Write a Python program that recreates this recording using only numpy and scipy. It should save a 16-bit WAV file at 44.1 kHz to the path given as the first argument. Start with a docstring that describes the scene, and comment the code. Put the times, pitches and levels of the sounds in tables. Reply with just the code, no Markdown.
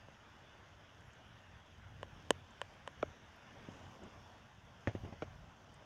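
"""Heavy rain hisses over a garden, heard from a doorway: shaped noise, with pattering drops mixed in.
Under it lies a low rumble of slow noise; above it are a thin sizzle and faint steady whine tones.
A hand-held camera clicks, bumps and scuffs: damped rings for the blows, shaped noise for the skin.
Near drops tick as short noise bursts. A hollow panel by the door gets one knock, later a quick pair."""
import sys
import numpy as np
from scipy import signal
from scipy.fft import rfft, irfft, next_fast_len
from scipy.io import wavfile
from scipy.ndimage import uniform_filter1d, map_coordinates

SR = 44100
rng = np.random.default_rng(int(sys.argv[2]) if len(sys.argv) > 2 else 0)


def log_audio(samples):
    """Write samples as a 16-bit WAV file to the path given in sys.argv[1]."""
    # one column per channel
    frames = np.atleast_2d(samples).T
    # limit to full scale, then quantise
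    limited = np.clip(frames, -1, 1)
    pcm = np.round(limited * 32767).astype(np.int16)
    wavfile.write(sys.argv[1], SR, pcm)


N = 257984

# how hard the rain comes down: [t/s, strength/dB]
RAIN_STRENGTH = [(0.0, 0.2), (0.42, 0), (0.83, 0), (1.3, -1.85), (2.3, 1.6), (3.05, 2.1), (3.4, 0.7),
                 (3.74, 3.5), (4.65, -0.7), (5.03, 1.3), (5.45, 0.2), (5.85, 0.6)]
# tone colour of the wash on the lawn, the hiss in the bushes, the spray and the thin sizzle:
# [f/Hz, level per Hz/dB]; each curve sets only the balance, not the loudness
WASH_COLOUR = [(100, -29), (220, 3), (400, -6.5), (620, 0), (900, -1), (1150, -4), (1500, -9.5),
               (2500, -64)]
HISS_COLOUR = [(700, -4), (1200, -4.5), (1550, 2), (1900, -2), (2350, -5.5), (3050, -3.5), (3500, -6),
               (3950, -15.5), (5000, -60)]
SPRAY_COLOUR = [(3000, -24), (3900, -5.5), (4500, -0.5), (5600, 3.5), (6400, 0.5), (7300, -7.5),
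                (7900, -13.5), (10400, -18), (11500, -18.5), (12200, -20), (15500, -24)]
SIZZLE_COLOUR = [(10000, -60), (10750, -6), (11050, 5), (11400, -3), (12200, -27)]
# tone colour of the low rumble: [f/Hz, level per Hz/dB]
RUMBLE_COLOUR = [(20, -48), (35, -11.5), (55, -4.5), (90, 0.5), (125, -3.5), (180, -9), (260, -30),
                 (500, -58)]
# the hand shifts its hold and the rumble swells: [middle t/s, half length/s, rise/dB]
SHIFTS = [(2.05, 0.3, 6), (3.03, 0.085, 6), (5.13, 0.34, 8)]
# the camera's faint electrical whine: [f/Hz, rms level/dB]
WHINE_TONES = [(6448.5, -93), (12897, -110)]
# clicks of the casing: [t/s, peak level/dB, contact sharpness f/Hz, push level/dB]
CLICKS = [(0.0846, -45, 1120, -11), (2.03, -30.5, 2650, -11.5), (2.3062, -11.5, 11000, -6.5),
          (2.6155, -26, 3320, -54), (2.8759, -30.5, 3140, -45)]
# ringing of the casing, and of the casing pushed as a whole:
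# [f/Hz, starting level/dB, time to fall 60 dB/s]
CASING_MODES = [(570, -2.5, 0.022), (706, -6, 0.01), (1054, 2.5, 0.012), (1600, -8, 0.0082),
                (1776, 2.5, 0.0073), (3017, 2, 0.0095), (3270, 5.5, 0.0019), (5330, 0.5, 0.0017),
                (6450, -6.5, 0.013), (7620, 3, 0.0053), (8770, -2.5, 0.0052), (14200, -19, .002)]
PUSH_MODES = [(326, 2, 0.03), (460, 17, 0.018)]
# single drops close by: [t/s, peak level/dB, pitch f/Hz]
DROPS = [(1.008, -64, 7200), (1.133, -58.5, 7300), (2.506, -62, 7100), (2.739, -70, 10700),
         (3.361, -72, 13400), (4.035, -58, 7200), (5.741, -58, 8600)]
# fingers rubbing on the camera: [middle t/s, half length/s, rms level at the middle/dB]
RUBS = [(2.25, 0.25, -66.5), (3.08, 0.035, -64), (3.703, 0.24, -61), (4.053, 0.035, -53),
        (5.079, 0.03, -53.5)]
# tone colour of the rubbing: [f/Hz, level per Hz/dB]
RUBBING_COLOUR = [(40, -4), (100, -1), (220, 3), (400, -3), (850, -10.5), (1200, -18), (2500, -26),
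                  (5000, -60)]
# hollow knocks: [t/s, blow's peak level/dB, contact sharpness f/Hz, bending delay at 1 kHz/s,
# scuff level/dB beside the blow, share of the free ring time]
KNOCKS = [(3.0255, -22, 2630, 0.0036, -19, 0.69), (5.2208, -31, 3600, 0.0011, -4.5, 0.95),
          (5.2273, -36, 890, 0.000906, -14, 0.95)]
# the hollow panel ringing freely: [f/Hz, starting level/dB, time to fall 60 dB/s]
PANEL_MODES = [(260, -21, 0.023), (475, -6, 0.028), (609, 7, 0.03), (765, -7, 0.028), (1140, -0.5, 0.017),
               (1330, 0.5, 0.026), (2280, -3.5, 0.018), (3420, -7, 0.0083), (5570, -6.5, 0.008)]
# soft bumps of the hand: [t/s, touch's peak level/dB, contact sharpness f/Hz,
# thump level/dB beside the contact, scuff level/dB beside the touch]
BUMPS = [ (3.686, -37.5, 450, -11, -28), (4.032, -45.5, 400, -8, -13), (4.8732, -21, 3300, -5, -15.5),
         (4.8764, -26, 444, 0, -26), (4.9506, -29, 600, -9, -18.5), (5.035, -37.5, 250, 2, -21),
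         (5.0479, -36, 600, 1.5, -14.5), (5.124, -38.5, 553, -3, -10.5), ]
# the camera damped by the hand, and the whole camera rocking in it:
# [f/Hz, starting level/dB, time to fall 60 dB/s]
GRIP_MODES = [(158, -3, 0.024), (268, 0, 0.015), (374, -1.5, 0.035), (560, 3, 0.019), (770, -11, 0.0058),
              (1210, -1.5, 0.0082), (1800, 8.5, 0.006), (2300, -19, 0.0024)]
BODY_MODES = [(110.4, 7, 0.068), (185, -5, 0.036)]
# tone colour of skin sliding on plastic: [f/Hz, level per Hz/dB]
SKIN_COLOUR = [(40, -10), (120, 5), (220, 2.5), (780, 2), (1100, -12), (2000, -9), (3500, -17), (4200, -31),
               (6300, -25), (8000, -44), (15000, -69)]

# each rain layer's base level in dB, and the dB it gains per dB of strength
WASH_DB, WASH_GROWS = -66.5, 1.3
HISS_DB, HISS_GROWS = -64.5, 0.73
SPRAY_DB, SPRAY_GROWS = -77, 1.07
# the camera turns from the bushes to the open lawn: less hiss, more wash
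TURN_S, TURN_TAKES_S, TURN_HISS_DB, TURN_WASH_DB = 3.8, 0.12, -1.6, 1.7
# base levels, before their wobbles and swells
SIZZLE_DB, RUMBLE_DB = -101, -64
# nothing is kept from this pitch upward
TOP_HZ = 15900


def amp(db):
    """Turn decibels into a gain."""
    return 10 ** (np.asarray(db) / 20)


def unit(x):
    """Scale x to an rms of 1."""
    return x / np.sqrt(np.mean(x ** 2) + 1e-20)


def crest(x):
    """Scale x to a peak of 1."""
    return x / np.abs(x).max()


def noise(count):
    """White noise: every pitch equally strong on average."""
    return rng.standard_normal(count)


def curves(rows):
    """Draw straight lines between the rows: one curve for each column after the time."""
    s, *columns = np.transpose(rows)
    return [np.interp(np.arange(N) / SR, s, column) for column in columns]


def wobble(rate):
    """A smooth random curve through `rate` random points a second."""
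    points = noise(int(N * rate / SR) + 4)
    return map_coordinates(points, [np.arange(N) * rate / SR])


def swells(rows):
    """A smooth rise and fall for each (middle s, half length s, height)."""
    t = np.arange(N) / SR
    return sum(height * np.exp(-((t - s) / half) ** 2) for s, half, height in rows)


def coloured(x, spectrum):
    """Shape x by (Hz, dB) points joined along a log pitch axis, at an rms of 1."""
    size = next_fast_len(len(x) + 8192)
    f, db = np.transpose(spectrum)
    log_hz = np.log(np.fft.rfftfreq(size, 1 / SR) + 1)
    gain = amp(np.interp(log_hz, np.log(f), db))
    return unit(irfft(rfft(x, size) * gain, size)[:len(x)])


def add(track, s, sound):
    """Mix a sound into the track from time s on."""
    part = track[round(s * SR):][:len(sound)]
    part += sound[:len(part)]


def patchy(x, depth_db):
    """Let each band of the rain swell and thin on its own."""
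    bands = signal.stft(x, nperseg=512)[2]
    # random gains, smoothed over neighbouring pitches and then over time
    field = uniform_filter1d(noise(bands.shape), size=4, axis=0)
    field = uniform_filter1d(field, size=16, axis=1)
    return unit(signal.istft(bands * amp(depth_db * unit(field)), nperseg=512)[1][:N])


def walls(x, echo_db, count):
    """Wall, eaves and door frame add weak early copies, which ripple the spectrum."""
    delays = rng.uniform(0.002017, 0.02, count)
    echoes = sum(np.roll(x, round(delay * SR)) for delay in delays)
    return unit(x + amp(echo_db) * echoes)


def shower(spectrum, drops_per_s, spread_db, near_db):
    """Countless far drops merge into noise; nearer ones patter out of it at uneven sizes."""
    lands = rng.random(N) < drops_per_s / SR
    size_db = spread_db * np.minimum(rng.exponential(size=N), 2.5)
    sizes = amp(size_db) * rng.choice([-1, 1], N)
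    near = amp(near_db) * unit(lands * sizes)
    patter = patchy(coloured(noise(N) + near, spectrum), depth_db=1.66)
    return walls(patter, echo_db=-21, count=6)


def rain():
    """One strength drives the wash on the lawn, the hiss in the bushes and the spray."""
    strength_db, = curves(RAIN_STRENGTH)
    # 0 before the turn, 1 after it
    turned = 0.5 + 0.5 * np.tanh((np.arange(N) / SR - TURN_S) / TURN_TAKES_S)
    swell_db = 0.9 * wobble(4.85)
    wash_db = WASH_DB + WASH_GROWS * strength_db + TURN_WASH_DB * turned + 1.24 * wobble(25)
    hiss_db = HISS_DB + HISS_GROWS * strength_db + TURN_HISS_DB * turned + 0.26 * wobble(20)
    spray_db = SPRAY_DB + SPRAY_GROWS * strength_db + 0.48 * wobble(18)
    wash = amp(wash_db) * shower(WASH_COLOUR, drops_per_s=200, spread_db=0.5, near_db=-10.0)
    hiss = amp(hiss_db) * shower(HISS_COLOUR, drops_per_s=630, spread_db=3.5, near_db=-5.5)
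    spray = amp(spray_db) * shower(SPRAY_COLOUR, drops_per_s=200, spread_db=17.0, near_db=-10.5)
    return amp(swell_db) * (wash + hiss + spray)


def sizzle():
    """A thin, high band of noise flickers on top of the rain."""
    return amp(SIZZLE_DB + 5.1 * wobble(22.11)) * coloured(noise(N), SIZZLE_COLOUR)


def rumble():
    """A low, uneven drone under the rain, which swells while the hand shifts."""
    level_db = RUMBLE_DB + swells(SHIFTS) + 2.7 * wobble(12)
    return amp(level_db) * coloured(noise(N), RUMBLE_COLOUR)


def whine():
    """Thin steady tones from the camera's electronics."""
    t = np.arange(N) / SR
    return sum(amp(db) * unit(np.sin(2 * np.pi * hz * t)) for hz, db in WHINE_TONES)


def blow_time():
    """The time axis of one short sound, in s."""
    return np.arange(SR // 6) / SR


def ring(modes, t):
    """Damped tones set off by one push; their strengths vary with the spot that is struck."""
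    spot_db = 0.75 * noise(len(modes))
    out = np.zeros(len(t))
    for (hz, db, t60), extra_db in zip(modes, spot_db):
        out += amp(db + extra_db - 60 * t / t60) * np.sin(2 * np.pi * hz * t)
    return out


def contact(modes, sharp_hz, low_hz, travel_s):
    """A blow at a peak of 1; travel_s is the bending wave's delay at 1 kHz."""
    t = blow_time()
    hz = np.fft.rfftfreq(len(t), 1 / SR)
    # a soft touch excites fewer high tones
    force = 1 / (1 + 1j * hz / sharp_hz) ** 2
    # a small plate radiates little bass, and its material absorbs the highest treble
    bass_cut = signal.butter(4, low_hz, "high", fs=SR, output="sos")
    radiated = signal.sosfilt(bass_cut, ring(modes, t))
    absorbed = 1 / np.sqrt(1 + (hz / 11500) ** 8)
    # bending waves run at a speed that grows as the root of frequency, so the ring sweeps downward
    bending = np.exp(-4j * np.pi * travel_s * np.sqrt(1000 * hz))
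    fade = np.cos(np.pi / 2 * t / t[-1]) ** 2
    return crest(fade * irfft(rfft(radiated) * force * absorbed * bending, len(t)))


def clicks():
    """The casing rings and is pushed as a whole, heard through the casing with no room on it."""
    out = np.zeros(N)
    for s, db, sharp_hz, push_db in CLICKS:
        push = amp(push_db) * contact(PUSH_MODES, sharp_hz, low_hz=141, travel_s=0.00017)
        click = contact(CASING_MODES, sharp_hz, low_hz=533, travel_s=0.000517)
        add(out, s, amp(db) * crest(click + push))
    return out


def drops():
    """Near drops burst into short high ticks: quickly fading noise shaped around a pitch."""
    out, t = np.zeros(N), blow_time()
    for s, db, hz in DROPS:
        # the order of these points matters: they do not simply climb in pitch
        band = [(0.65 * hz, -20), (1.05 * hz, -7), (hz, 0),
                (0.62 * hz, -7), (1.27 * hz, -25), (1.6 * hz, -60)]
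        tick = amp(-60 * t / 0.029) * coloured(noise(len(t)), band)
        add(out, s, amp(db) * crest(tick))
    return out


def rubs():
    """Skin sticks and slips on plastic: a dull, rough rustle that swells and fades."""
    pressure = swells([(s, half, amp(db)) for s, half, db in RUBS])
    rough = amp(1.4 * wobble(160)) * noise(N)
    return pressure * coloured(rough, RUBBING_COLOUR)


def scuff(t60):
    """A short slide of skin that builds up just after a touch, then falls 60 dB per t60 s."""
    t = blow_time()
    return (1 - np.exp(-t / 0.0014)) * amp(-60 * t / t60) * coloured(noise(len(t)), SKIN_COLOUR)


def knocks():
    """Blows on a thin hollow panel, each with a slight slide; a lingering touch damps the ring."""
    out = np.zeros(N)
    for s, db, sharp_hz, delay_s, scuff_db, free in KNOCKS:
        damped = [(hz, level, t60 * free) for hz, level, t60 in PANEL_MODES]
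        # a farther spot has a longer delay, so its ring sweeps down more slowly
        blow = contact(damped, sharp_hz, low_hz=288, travel_s=delay_s)
        add(out, s, amp(db) * (blow + amp(scuff_db) * scuff(t60=0.049)))
    return out


def bumps():
    """The hand touches, rocks and scuffs the camera, heard through the casing with no room on it."""
    out, t = np.zeros(N), blow_time()
    for s, db, sharp_hz, thump_db, scuff_db in BUMPS:
        # the rocking builds up gently
        rocking = ring(BODY_MODES, t) * (1 - np.exp(-t / 0.0083))
        thump = amp(thump_db) * crest(rocking)
        touch = crest(contact(GRIP_MODES, sharp_hz, low_hz=107, travel_s=0.000346) + thump)
        add(out, s, amp(db) * (touch + amp(scuff_db) * scuff(t60=0.11)))
    return out


def scene():
    """Mix the rain, the low and high steady layers, the knocks and the hand's sounds, in mono."""
    steady = rain() + sizzle() + rumble() + whine()
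    events = clicks() + drops() + rubs() + knocks() + bumps()
    return (steady + events)[None]


def record(dry):
    """The camera's microphone keeps nothing from TOP_HZ upward."""
    size = next_fast_len(N + 8192)
    kept = np.fft.rfftfreq(size, 1 / SR) < TOP_HZ
    return irfft(rfft(dry, size) * kept, size)[:, :N]


dry = scene()
out = record(dry)
log_audio(out)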